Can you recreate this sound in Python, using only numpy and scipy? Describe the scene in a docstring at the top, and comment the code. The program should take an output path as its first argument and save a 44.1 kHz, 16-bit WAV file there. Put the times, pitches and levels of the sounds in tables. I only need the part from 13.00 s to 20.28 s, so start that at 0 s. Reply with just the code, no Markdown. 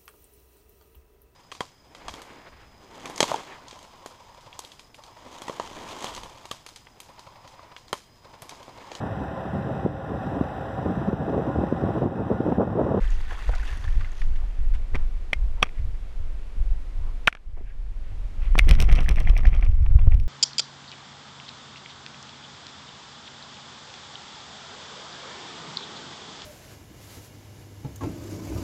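"""A soaked dog climbs a canal bank with a camera in a waterproof case strapped to its back.
First, water streams off its coat: noise grains and small bubbles spatter, splash and gurgle.
Its steps rock the mount as swells of low noise, while short clacks and ringing modes knock the case.
Then it shakes itself on the grass: each twist flings grains of spray at the case, the wet coat flaps
and the buckle clacks, while low pulses jolt the harness. A quiet hush of noise lies under it all."""
import sys
import numpy as np
from scipy import signal
from scipy.io import wavfile
from scipy.ndimage import uniform_filter1d, minimum_filter1d

SR = 44100
rng = np.random.default_rng(int(sys.argv[2]) if len(sys.argv) > 2 else 0)


def log_audio(samples):
    """Write samples as a 16-bit WAV file to the path given in sys.argv[1]."""
    # one column per channel
    frames = np.atleast_2d(samples).T
    # limit to full scale, then quantise
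    limited = np.clip(frames, -1, 1)
    pcm = np.round(limited * 32767).astype(np.int16)
    wavfile.write(sys.argv[1], SR, pcm)


N = 321048
T = np.arange(N) / SR  # time of every sample [s]

# Levels in the tables are relative: the sources below may scale them further.
# colour of the outdoor hush: (frequency [Hz], level per Hz [dB])
AIR_TONE = [(88, -29.5), (150, -3.5), (209, -5), (504, -9.5), (555, -10), (1210, -15.5), (1600, -17.5),
            (2270, -18), (7040, -32), (12200, -40), (14000, -52.5), (16000, -69)]
# slow level changes of the hush: (time [s], level [dB])
HUSH_LEVEL = [(0, -0.5), (5.55, 0), (5.75, 1.5), (6.7, -6), (7.28, -5.5)]

# water running off the coat: (time [s], level [dB])
RUNOFF_LEVEL = [(0.0, -46.5), (0.24, -51), (0.33, -45), (.46, -47.5), (.55, -45), (0.70, -46.5),
                (.8, -51.5), (.88, -49.5), (1.0, -53.5), (1.3, -58.5), (1.85, -67)]
# its spatter on the bank, with the hollow resonances of the case: (frequency [Hz], level per Hz [dB])
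RUNOFF_TONE = [(150, -3.5), (350, 0), (620, -7), (750, 0), (1100, -2), (1250, -.5), (1350, -3), (1500, 3),
               (1620, -2.5), (1780, 4.5), (2000, 0.5), (2220, -5), (2750, -2.5), (2950, -9.5), (3250, -5.5),
               (4200, -14.5), (4600, -10.5), (5000, -17.5), (6500, -17), (9500, -25), (13000, -29),
               (16000, -65)]
# a gush leaves the coat all at once: (time [s], level [dB])
GUSHES = [(0.305, -64), (0.67, -47), (0.835, -51), (1.214, -44), (1.747, -43.5)]
# thin trickles tick on the stones: (time [s], level [dB])
TRICKLE_LEVEL = [(.05, -89), (.12, -54.5), (.25, -66), (.56, -61), (.72, -56.5), (.9, -61), (1.12, -67),
                 (1.2, -54.5), (1.27, -65)]
# their fine ticking: (frequency [Hz], level per Hz [dB])
TRICKLE_TONE = [(1000, -23), (2700, 6), (4500, 0), (5200, 0), (6400, 2), (8000, -17), (9300, -8),
                (13000, -18), (16000, -31)]

# lumps of water splash into the shallows: (time [s], level [dB], centre frequency [Hz], decay [s])
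SPLASHES = [(.306, -37, 1580, 0.0067), (.31, -38.5, 950, 0.007), (.319, -33, 600, .005),
            (.329, -37, 1100, 0.01), (0.346, -43, 520, .005), (.491, -30.5, 770, 0.0047),
            (.492, -31, 417, 0.0066), (0.491, -36, 1200, 0.0045), (.676, -41, 2500, .012),
            (.531, -40, 850, .012), (.536, -38, 1350, 0.01), (0.55, -45, 4050, 0.01),
            (.725, -42, 1400, 0.023), (.841, -35, 1080, 0.0058), (1.007, -41.5, 1430, 0.018),
            (1.044, -45.5, 1720, .02), (1.216, -37, 1920, 0.0054), (1.358, -46, 2040, 0.0067),
            (1.737, -40, 1650, 0.0036), (1.746, -47, 2200, 0.013)]
# single drops plop and plink: (time [s], level [dB], bubble frequency [Hz])
PLOPS = [(.01, -36.5, 518), (.042, -35, 1570), (.078, -37, 3140), (.095, -35.5, 1770), (.105, -36, 6640),
         (.151, -48, 3370), (.215, -40, 4500), (.309, -29, 1680), (.493, -33, 745), (.535, -33, 710),
         (.537, -41, 1250), (.538, -29, 1450), (.631, -30, 1580), (.671, -35, 3200), (.696, -32, 1720),
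         (.774, -40, 9100), (.842, -36, 3440), (.851, -32, 1700), (.879, -30.5, 1740), (1.012, -40, 1170),
         (1.046, -31, 2010), (1.056, -36, 1530), (1.119, -40, 6530), (1.218, -34, 1850)]
# a hollow in the water fills: (time [s], level [dB], length [s], starting frequency [Hz])
GURGLES = [(0.364, -39.5, 0.045, 1040), (.548, -39, .055, 765)]

# low rumble of the sway: (frequency [Hz], level per Hz [dB])
SWAY_TONE = [(8, -21.5), (15, 11.5), (24, 4), (38, 0), (52, -13.5), (75, -33), (140, -63), (400, -120)]
# low rumble of the thuds: (frequency [Hz], level per Hz [dB])
THUD_TONE = [(30, -26), (48, -0.5), (62, 0.5), (80, -6.5), (105, -13.5), (150, -29), (250, -39.5),
             (600, -64), (1500, -120)]
# strides up the bank, mostly about 0.4 s apart: (time [s], sway of the body [dB])
STRIDES = [(0.0, -15), (0.46, -21), (0.84, -17.5), (1.208, -14.5), (1.588, -14.5), (1.92, -16),
           (2.36, -18.5), (2.77, -24), (3.16, -23.5), (3.568, -19.5), (3.95, -22.5), (4.46, -19.5),
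           (4.74, -23.5), (4.96, -31.5), (5.15, -31.5), (5.38, -20)]
# each paw lands: (time [s], thud [dB])
PAWS = [(.13, -34.5), (.27, -39), (.475, -29.5), (.70, -29), (.84, -28), (.95, -29.5), (1.215, -37),
        (1.27, -27.5), (1.39, -37), (1.585, -30), (1.735, -39), (1.915, -27.5), (2.02, -54), (2.13, -38.5),
        (2.375, -30), (2.5, -39), (2.79, -24), (2.88, -38), (3.03, -47), (3.175, -34.5), (3.3, -42),
        (3.575, -33), (3.7, -44.5), (3.97, -32), (4.1, -49.5), (4.475, -27), (4.59, -36.5), (4.745, -38.5),
        (4.88, -41.5), (4.98, -38), (5.11, -31.5), (5.24, -42), (5.41, -31)]
# vigour of the shake, from the head back to the rump: (time [s], level [dB])
SHAKE_LEVEL = [(5.56, -13.5), (5.68, -9.5), (5.95, -13), (6.45, -14.5), (6.75, -14), (7.15, -10),
               (7.28, -20)]
# the harness snaps taut: (time [s], peak level [dB])
JOLTS = [(0.493, -16), (0.97, -16), (1.752, -18.5), (2.445, -22), (3.612, -15), (3.72, -19), (5.72, -6.5),
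         (5.927, -3), (6.117, -4), (6.305, -4), (6.48, -3), (6.696, -8), (6.825, -10.5), (6.913, -11),
         (6.958, -4.5), (7.078, -4), (7.152, -11)]
# the swing gets faster once the shake has passed the shoulders: (time [s], frequency [Hz])
SWING_RATE = [(6.5, 28.5), (6.8, 47)]

# short grainy scuffs, scrapes and soft thumps of strap, coat and mount:
# (loudest time [s], level [dB], half length [s], centre frequency [Hz], Q [-])
SCUFFS = [(1.421, -54, 0.043, 890, 1.4), (1.954, -36.5, 0.011, 374, 2.8), (1.955, -36.5, 0.011, 1020, 0.79),
          (2.013, -55, 0.06, 1040, 0.73), (2.601, -53, 0.05, 870, 1.3), (2.782, -59, 0.037, 2130, 2.3),
          (4.072, -55.5, 0.057, 990, 2.2), (4.577, -43.5, 0.0095, 456, 0.66),
          (4.581, -56, 0.028, 2024, 3.1), (4.585, -45.5, 0.0098, 730, 2.5), (4.612, -36, 0.0058, 318, 1.3),
          (4.697, -53.5, 0.034, 1690, 3.7), (4.688, -55.5, 0.036, 2470, 4), (5.084, -62, 0.06, 1870, 1.25),
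          (5.447, -50.5, 0.034, 2360, 2.3), (5.45, -54.5, 0.05, 1180, 0.88),
          (6.864, -48.5, 0.0064, 750, 0.67), (6.912, -54, 0.013, 750, 0.49),
          (6.991, -45.5, 0.0073, 750, 0.8), (7.044, -52.5, 0.0076, 750, 0.45),
          (7.115, -55, 0.0082, 750, .7)]

# mount and harness strike the case, most often in quick bounces: (time [s], strength [dB],
# clack pitch [Hz], clack length [cycles], ringing of the case [dB], push on the mount [dB])
KNOCKS = [(1.947, -24.5, 1990, 1.3, -12, 0), (1.952, -28, 1890, 0.49, -21, -9),
          (1.955, -25.5, 2300, 1.4, -1, 1.5), (1.961, -28, 1910, 0.76, -11, -17),
          (2.330, -22.5, 750, 0.62, -16, -10), (2.3319, -8, 2170, 1.17, -10.5, -23.5),
          (2.3326, -14.5, 3040, 1, -29, -28), (2.3352, -20.5, 2130, 1.1, -5, -23),
          (2.623, -26, 830, 1.4, -2, -7.5), (2.627, -11.5, 3250, 3.6, -4, -39),
          (2.6281, -5.5, 2500, 1.8, -3.5, -31.5), (2.6269, -19.5, 467, 0.73, -20, -20),
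          (2.6282, -23, 5670, 7.5, -22, -40), (2.629, -14.5, 1220, 1.6, -7, -12.5),
          (2.6308, -15, 1690, 1, -8, -34), (2.6324, -20, 2550, 0.82, -9.5, -13),
          (2.6373, -25.5, 1800, 0.32, 3, -5.5), (2.6416, -32, 2200, .9, -6.5, -21),
          (2.654, -38.5, 1900, .6, -3, -20), (2.659, -35, 2400, 0.83, -3, -25),
          (2.666, -38, 1100, 0.45, -3, -20), (2.6693, -34, 2300, 0.63, -5, -25),
          (2.6915, -36, 2160, 0.8, -9, -27), (4.2738, -7.5, 2980, 0.78, -5.5, -39),
          (4.2757, 11.5, 2440, 0.78, -12.5, -38), (4.2787, -3, 900, 0.53, -12.5, -15.5),
          (4.2799, 8.5, 1536, 0.94, -13.5, -23), (4.2827, -3.5, 1520, 1.4, -9.5, -26),
          (4.3273, -14.5, 2300, 0.72, -8, -34), (4.328, -22, 1544, 0.88, -15.5, -39),
          (4.351, -18.5, 2100, 0.32, -7, -31), (4.3526, -26, 1580, 0.97, -15, -29.5),
          (4.3705, -31.5, 2515, 0.8, -14, -30), (4.372, -34.5, 1520, 1, -14, -36),
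          (5.5542, -15.5, 970, 0.33, -34, -5), (5.5554, -23, 1720, 0.57, -26, -19),
          (5.5801, -24, 610, 0.58, 5, 2), (5.583, -23, 2380, 0.55, 2, -15),
          (5.593, -0.5, 2280, 0.9, -16, -40), (5.642, -38, 1100, .4, -5, -10),
          (5.672, -27, 298, 0.43, -22, -2), (7.072, -40.5, 645, 0.19, -19, 13.5)]
# ringing modes of the camera case: (frequency [Hz], level [dB], time to fall 60 dB [s])
CASE_MODES = [(204, -28.5, 0.019), (515, -15, 0.014), (740, -6, 0.019), (1220, -3, 0.01),
              (1520, -2.5, 0.0081), (2320, -6, 0.026), (2550, -17, 0.0046), (3200, -2, 0.015),
              (4560, -10.5, 0.013), (5460, -10, 0.013), (5740, -16, 0.0081), (6740, -35.5, 0.0068),
              (7660, -20, 0.0064), (8820, -14.5, 0.0099), (11200, -35.5, 0.0015), (14260, -26.5, .005)]
# gritty scrape of a contact: (frequency [Hz], level per Hz [dB])
GRIT_TONE = [(200, -3), (700, 7), (3200, 4.5), (4800, -16.5), (5700, -12.5), (7000, -10.5), (9500, -13),
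             (12000, -23), (16000, -39)]
# buzz of the loose mount after a contact: (frequency [Hz], level per Hz [dB])
BUZZ_TONE = [(300, -10.5), (1200, -6), (2300, -0.5), (3300, -7.5), (4500, -15), (5700, -13), (7000, -21.5),
             (10000, -24), (16000, -46)]
# a square hit leaves a metal part of the mount singing: (time [s], level [dB])
PINGS = [(2.332, -35), (4.277, -37), (5.594, -29)]

# twists of the body, about ten a second, then a few slow ones of the rump:
# (time [s], swish of the fur [dB], clack of the buckle [dB])
TWISTS = [(5.692, -30.5, -33), (5.799, -32, -31), (5.8976, -34.5, -20.5), (5.9891, -35.5, -18),
          (6.085, -35, -18), (6.184, -40, -21), (6.273, -37, -18.5), (6.3661, -41, -19),
          (6.453, -38.5, -19), (6.530, -42.5, -29), (6.626, -43.5, -22), (6.863, -54, -32),
          (6.992, -49, -30), (7.120, -44, -28)]
# slap of wet fur: (frequency [Hz], level per Hz [dB])
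SLAP_TONE = [(150, 0), (400, 9.5), (750, 4), (950, -18.5), (1300, -8), (2300, -9), (3300, -12), (5000, -29),
             (16000, -51)]
# largest drops flung against the case: (time [s], peak level [dB], burst decay [s], treble [dB])
DROPS = [(5.5893, -11.5, 0.0024, 8), (5.692, -18.5, 0.0022, 8), (5.711, -13, 0.0014, -9),
         (5.737, -35, 0.0049, -9), (5.7522, -28.5, 0.0015, -22), (5.8026, -18, 0.0025, 8),
         (5.8153, -26, 0.004, 12), (5.824, -22, 0.0025, 17), (5.841, -37, 0.007, -1),
         (5.919, -35, 0.0033, 3), (5.926, -26, 0.004, -5), (5.953, -31, 0.0037, -21),
         (5.9594, -30, 0.0036, -22), (5.974, -39, 0.0029, -13), (6.006, -32, 0.0015, -1),
         (6.033, -41, 0.0018, 4), (6.044, -41, 0.0035, 9), (6.091, -20.5, 0.0022, 2),
         (6.112, -34.5, 0.0018, -7), (6.127, -42, .002, -1), (6.1426, -46, 0.0011, -8),
         (6.1593, -34, 0.0025, -6), (6.2027, -29.5, 0.0012, 8), (6.2967, -32, 0.0029, -4),
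         (6.3774, -31, 0.0023, 5), (6.384, -39, .003, -3), (6.4054, -42, .002, -2),
         (6.469, -35, 0.0039, -14), (6.476, -43, 0.003, -12), (6.489, -47, .002, -14),
         (6.55, -39, .001, -7), (6.574, -46.5, .001, -14), (6.612, -43, 0.00091, -16),
         (6.648, -41, 0.0018, -18), (6.653, -41, .002, -16), (6.716, -46, 0.0011, -17),
         (6.826, -48, 0.0011, -7), (7.015, -46, 0.0018, -10), (7.1442, -40.5, 0.0035, 0),
         (7.2001, -38, .001, -2), (7.236, -49, .001, -13)]
# slap of a drop on the case: (frequency [Hz], level per Hz [dB])
DROP_TONE = [(200, 3.5), (900, -13), (1600, -5.5), (2400, 5.5), (3300, -0.5), (4800, -9), (5600, -1.5),
             (6500, -14), (7300, -19), (8800, -11), (10500, -20), (15000, -21), (16500, -44)]
# fine spray between the twists: (time [s], level [dB])
MIST_LEVEL = [(5.33, -69), (5.44, -54), (5.6, -46.5), (5.87, -43.5), (5.98, -37), (6.05, -46.5),
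              (6.6, -46.5), (6.78, -54), (7.1, -55), (7.28, -63)]
# patter of the spray: (frequency [Hz], level per Hz [dB])
SPRAY_TONE = [(80, 18), (170, 15.5), (330, 6), (550, 4), (740, 5), (900, -2), (1200, 3.5), (1600, -5),
              (2300, -2.5), (2900, -12), (3500, -17.5), (4200, -26.5), (5700, -42), (7000, -49),
              (16000, -55.5)]
# fine droplets sizzle on the case: (frequency [Hz], level per Hz [dB])
SIZZLE_TONE = [(500, -32), (1500, -12.5), (2000, 10.5), (2500, 1), (3250, 1), (3800, -23), (4900, -25),
               (5500, -15.5), (6000, -9.5), (6600, -22), (9000, -28), (13000, -41), (16000, -44)]
# light taps of the slack buckle between its clacks: (time [s], level [dB])
TAPS = [(5.788, -28), (5.906, -34), (5.982, -25), (6.000, -37), (6.061, -26.5), (6.169, -27), (6.174, -31),
        (6.251, -32), (6.289, -35), (6.354, -31), (6.434, -29), (6.464, -33), (6.541, -26.5),
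        (6.664, -32.5), (7.138, -44)]


def amp(db):
    """Turns decibels into a gain."""
    return 10 ** (np.asarray(db) / 20)


def unit(x):
    """Scales a sound to an average strength (rms) of 1."""
    return x / np.sqrt(np.mean(x ** 2) + 1e-20)


def level(curve):
    """Gain over time from (time, dB) rows, fading to silence within 0.1 s outside them."""
    s, db = np.transpose(curve)
    fade = np.interp(T, [s[0] - 0.1, s[0], s[-1], s[-1] + 0.1], [0, 1, 1, 0])
    return amp(np.interp(T, s, db)) * fade


def swell(events, attack_s, hold_s, release_s):
    """Gain over time: each (time, dB) event rises, holds and dies away."""
    t, out = np.arange(SR) / SR, np.zeros(N)
    rise = np.minimum(t / attack_s, 1)
    fall = np.exp(-np.maximum(t - attack_s - hold_s, 0) / release_s)
    for s, db in events:
        add(out, s, amp(db) * rise * fall)
    return out


def add(mix, s, sound):
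    """Mixes a sound in at time s."""
    part = mix[max(round(s * SR), 0):][:len(sound)]
    part += sound[:len(part)]


def response(tone, size=4096):
    """Makes a short filter with the given tone colour that acts as early as it can."""
    hz, db = np.transpose(tone)
    f = abs(np.fft.fftfreq(size, 1 / SR))
    tone_db = np.interp(np.log(f + 1), np.log(hz + 1), db)
    log_gain = np.log(amp(np.maximum(tone_db, -120)))
    # the Hilbert transform finds the phase that puts no sound before the start
    spectrum = np.exp(np.conj(signal.hilbert(log_gain)))
    return np.fft.ifft(spectrum).real[:size // 2]


def colour(x, tone, size=4096):
    """Gives x a tone colour, at rms 1."""
    return unit(signal.oaconvolve(x, response(tone, size=size))[:N])


def band(x, hz, q):
    """Keeps a band around hz by filtering twice, at rms 1."""
    b, a = signal.iirpeak(hz, q, fs=SR)
    once = signal.lfilter(b, a, x)
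    return unit(signal.lfilter(b, a, once))


def muffle(x, hz):
    """Takes off the treble above hz."""
    return signal.lfilter(*signal.butter(2, min(hz, 0.45 * SR), fs=SR), x)


def burst(tone, t, decay_s):
    """A puff of coloured noise that dies away."""
    noise = colour(rng.standard_normal(len(t)), tone, size=512)
    return noise[:len(t)] * np.exp(-t / decay_s)


def patter(per_s, spread_db):
    """Random impacts of either sign: many small, a few large."""
    size = amp(spread_db * np.minimum(rng.exponential(1, N), 4))
    sign = rng.choice([-1, 1], N)
    lands = rng.random(N) < per_s / SR
    return size * sign * lands


def clumps(depth_db, size):
    """An uneven flow of rms 1, in clumps about size samples long."""
    slow_noise = unit(uniform_filter1d(rng.standard_normal(N), size=size))
    return unit(amp(depth_db * slow_noise))


def bubble(hz, cycles, rise):
    """An air pocket rings and fades; a positive rise lifts its pitch as it nears the surface."""
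    turns = np.arange(int(5 * cycles * SR / hz)) * hz / SR
    tone = np.sin(2 * np.pi * turns * (1 + rise * turns / cycles))
    return tone * np.exp(-turns / cycles) * (1 - np.exp(-2 * turns))


def rumble(tone):
    """Low noise with its slow swells evened out."""
    x = colour(rng.standard_normal(N), tone, size=32768)
    power = uniform_filter1d(abs(signal.hilbert(x)) ** 2, size=3000)
    return unit(x / np.sqrt(power + 0.02))


def case_ring(t, uneven_db=2.5):
    """One blow on the case: the spot that is struck favours some modes over others."""
    spot_db = uneven_db * rng.standard_normal(len(CASE_MODES))
    return sum(amp(db + lift - 60 * t / t60) * np.sin(2 * np.pi * hz * t)
               for (hz, db, t60), lift in zip(CASE_MODES, spot_db))


def contact(hz, cycles, ring_db, case_db=-7, grit_db=-21, grit_s=0.0026, hard_hz=2400,
            buzz_db=-33, buzz_s=0.0078):
    """A contact clacks for a few cycles, grittier at higher pitch; the case rings and the mount buzzes."""
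    t = np.arange(SR // 8) / SR
    u = hz * t / cycles
    clack = u * np.exp(1 - u) * np.sin(2 * np.pi * hz * t)
    ring = amp(case_db + ring_db) * case_ring(t)
    hardness = min(hz / hard_hz, 1) ** 2
    grit = amp(grit_db) * hardness * burst(GRIT_TONE, t, grit_s)
    buzz = amp(buzz_db) * burst(BUZZ_TONE, t, buzz_s)
    return clack + ring + grit + buzz


def twisting(lead_s=0.018):
    """How fast the wet coat moves: one swell per twist, starting just before the buckle clacks."""
    starts = [(s - lead_s, swish_db) for s, swish_db, _ in TWISTS]
    return swell(starts, attack_s=0.016, hold_s=0.032, release_s=0.01)


def air(air_db=-53.5):
    """The outdoor hush is coloured noise whose level drifts slowly."""
    return amp(air_db) * level(HUSH_LEVEL) * colour(rng.standard_normal(N), AIR_TONE)


def runoff(spatter_db=-2, bubbles_db=-4, trickle_db=0):
    """Strings of water spatter on the bank and whip up small bubbles; thin trickles tick above them."""
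    spatter = patter(per_s=1500, spread_db=1.0) * clumps(depth_db=3.3, size=500)
    fizz = np.zeros(N)
    for hz in np.geomspace(600, 9000, num=30):  # pitches spread evenly over the octaves
        starts = patter(per_s=24, spread_db=1.5)
        bubbles = signal.oaconvolve(starts, bubble(hz, cycles=8.0, rise=0.0363))[:N]
        fizz += unit(bubbles) * np.sqrt(hz)
    flow = level(RUNOFF_LEVEL) + swell(GUSHES, attack_s=0.0046, hold_s=0, release_s=0.0067)
    water = amp(spatter_db) * colour(spatter, RUNOFF_TONE) + amp(bubbles_db) * colour(fizz, RUNOFF_TONE)
    ticks = colour(patter(per_s=700, spread_db=0.5), TRICKLE_TONE)
    return flow * water + amp(trickle_db) * level(TRICKLE_LEVEL) * ticks


def splashes(attack_s=0.0015, gurgle_cycles=5.0, gurgle_rise_oct_per_s=8.3, gurgle_scatter_oct=0.15):
    """Lumps splash as noise, drops plop, and a filling hollow lets go bubbles that tend to get smaller."""
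    t, out = np.arange(SR // 10) / SR, np.zeros(N)
    for s, db, hz, decay_s in SPLASHES:
        noise = band(rng.standard_normal(len(t)), hz, q=1.0)
        add(out, s, amp(db) * noise * np.minimum(t / attack_s, 1) * np.exp(-t / decay_s))
    for s, db, hz in PLOPS:
        add(out, s, amp(db) * bubble(hz, cycles=5.4, rise=0.0062))
    for s, db, length_s, hz in GURGLES:
        for lag_s in length_s * rng.random(size=5):
            # smaller bubbles ring higher
            octaves = gurgle_rise_oct_per_s * lag_s + gurgle_scatter_oct * rng.standard_normal()
            add(out, s + lag_s, amp(db) * bubble(hz * 2 ** octaves, cycles=gurgle_cycles, rise=0.018))
    return out


def mount(idle_sway_db=-35, sway_db=-4, shake_sway_db=-3,
          idle_thud_db=-46.5, thud_db=-3.5, shake_thud_db=-12):
    """Strides rock the camera and paws thud through the strap; the shake also rocks and jolts it."""
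    sway = swell(STRIDES, attack_s=0.0078, hold_s=0.13, release_s=0.11)
    thud = swell(PAWS, attack_s=0.0078, hold_s=0.029, release_s=0.055)
    shake = level(SHAKE_LEVEL)
    sway_gain = amp(idle_sway_db) + amp(sway_db) * sway + amp(shake_sway_db) * shake
    thud_gain = amp(idle_thud_db) + amp(thud_db) * thud + amp(shake_thud_db) * shake
    out = sway_gain * rumble(SWAY_TONE) + thud_gain * rumble(THUD_TONE)
    t = np.arange(-SR // 20, SR // 20) / SR
    for s, db in JOLTS:
        swing_hz = np.interp(s, *np.transpose(SWING_RATE))
        u = 2 * np.pi * swing_hz * t
        add(out, s + t[0], amp(db) * u * np.exp((1 - u ** 2) / 2))  # one push down, one up
    return out


def scuffs():
    """Short scuffs, scrapes and soft thumps of strap, coat and mount: grains in a band that swell and fade."""
    t, out = np.arange(-SR // 5, SR // 5) / SR, np.zeros(N)
    for s, db, half_s, hz, q in SCUFFS:
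        grains = patter(per_s=1500, spread_db=3.0)[:len(t)]
        add(out, s + t[0], amp(db) * band(grains, hz, q=q) * np.exp(-(t / half_s) ** 2))
    return out


def knocks(push_hz=180, full_blow_hz=21000, softening_db_per_oct=16):
    """Each blow is a contact on the case with a low push on the mount; gentle blows are duller."""
    out = np.zeros(N)
    u = 2 * np.pi * push_hz * np.arange(SR // 40) / SR
    push = u * (2 - u) * np.exp(1 - u)
    for s, db, hz, cycles, ring_db, push_db in KNOCKS:
        edge_hz = full_blow_hz * 2 ** (db / softening_db_per_oct)
        add(out, s, amp(db) * muffle(contact(hz, cycles, ring_db), edge_hz))
        add(out, s, amp(db + push_db) * muffle(push, edge_hz))
    return out


def pings(ping_hz=2130, t60_s=0.081):
    """A metal part sings after a square hit: one pure tone dying away."""
    t, out = np.arange(SR // 5) / SR, np.zeros(N)
    for s, db in PINGS:
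        add(out, s, amp(db - 60 * t / t60_s) * np.sin(2 * np.pi * ping_hz * t))
    return out


def flaps(flap_db=0, flap_hz=145, slap_db=3, slap_s=0.003, slap_lag_s=0.024):
    """With each twist the heavy wet coat flaps against the harness, then lands on the case."""
    out = amp(flap_db) * twisting() * band(rng.standard_normal(N), flap_hz, q=3.4)
    t = np.arange(SR // 20) / SR
    for s, swish_db, _ in TWISTS:
        add(out, s + slap_lag_s, amp(swish_db + slap_db) * burst(SLAP_TONE, t, slap_s))
    return out


def drops(drop_db=7, splat=0.12, treble_hz=5000):
    """A drop slaps the case and bursts into droplets within a few milliseconds; glancing ones are duller."""
    t, out = np.arange(SR // 40) / SR, np.zeros(N)
    slap = response(DROP_TONE)
    for s, db, burst_s, treble_db in DROPS:
        droplets = splat * rng.standard_normal(len(t)) * np.exp(-t / burst_s)
        hit = signal.fftconvolve((t == 0) + droplets, slap)  # one sharp click, then the droplets
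        dull = signal.lfilter(*signal.butter(1, treble_hz, fs=SR), hit)
        hit = dull + amp(treble_db) * (hit - dull)
        add(out, s, amp(db + drop_db) * hit / abs(hit).max())
    return out


def spray(patter_db=0.0, ring_db=-17, crackle_db=-19, sizzle_db=-11, drying_db_per_s=8, soft_hz=3000):
    """Twists throw clumps that patter and ring the case; sizzle and snaps thin out as the coat dries."""
    flow = (level(MIST_LEVEL) + twisting()) * clumps(depth_db=3.0, size=200)
    wetness_db = -drying_db_per_s * np.maximum(T - TWISTS[0][0], 0)
    ring = case_ring(np.arange(SR // 10) / SR)
    soft_ring = signal.lfilter(*signal.butter(1, soft_hz, fs=SR), ring)
    layers = [(patter(per_s=1200, spread_db=3.5), response(SPRAY_TONE), patter_db),
              (patter(per_s=200, spread_db=6.5), soft_ring, ring_db),
              (patter(per_s=1300, spread_db=4.0), response(SIZZLE_TONE), sizzle_db + wetness_db / 2)]
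    snaps = np.zeros(N)
    for hz in np.geomspace(1200, 6000, num=8):
        hits = flow * unit(patter(per_s=45, spread_db=6.0))
        snaps += signal.oaconvolve(hits, bubble(hz, cycles=1.3, rise=0.01))[:N]
    out = unit(snaps) * np.std(flow) * amp(crackle_db + wetness_db)
    for hits, sound, db in layers:
        even_sound = sound / np.linalg.norm(sound)
        out += amp(db) * signal.oaconvolve(flow * unit(hits), even_sound)[:N]
    return out


def buckle(clack_hz=2330, cycles=0.97, ring_db=-10, cushion_s=0.0025, chatter_s=0.00293, chatter_db=-7,
           body_hz=760, body_db=-11, fur_hz=4600):
    """Each twist makes the buckle clack and chatter with a hollow undertone, cushioned by wet fur."""
    out, hits = np.zeros(N), list(TAPS)
    for s, _, db in TWISTS:
        hits += [(s, db), (s + chatter_s, db + chatter_db)]
    for s, db in hits:
        clack = contact(clack_hz * rng.uniform(0.77, 1.146), cycles, ring_db)
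        cushion = np.minimum(0.5 + T[:len(clack)] / cushion_s, 1)  # starts at half strength
        add(out, s, amp(db) * clack * cushion)
    for s, _, db in TWISTS:
        add(out, s, amp(db + body_db) * bubble(body_hz, cycles=2.2, rise=0))
    return muffle(out, fur_hz)


def scene():
    """Adds all sources together at one microphone."""
    background = air() + runoff() + splashes()
    walk_and_contacts = mount() + scuffs() + knocks() + pings()
    shake = flaps() + drops() + spray() + buckle()
    return (background + walk_and_contacts + shake)[None]


def record(dry, ceiling_db=0.0, recover_db_per_s=12, edge_hz=15900):
    """A limiter ducks just ahead of loud peaks and recovers slowly; then the top treble is cut."""
    over_db = np.maximum(20 * np.log10(abs(dry[0]) + 1e-9) - ceiling_db, 0)
    recovery_db = recover_db_per_s * T
    held_db = np.maximum.accumulate(over_db + recovery_db) - recovery_db
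    # look 30 samples ahead, then smooth the gain
    gain_db = uniform_filter1d(minimum_filter1d(-held_db, size=61), size=61)
    low_pass = signal.firwin(255, edge_hz, window=("kaiser", 8), fs=SR)
    return signal.oaconvolve(dry * amp(gain_db), low_pass[None], "same")


dry = scene()
out = record(dry)
log_audio(out)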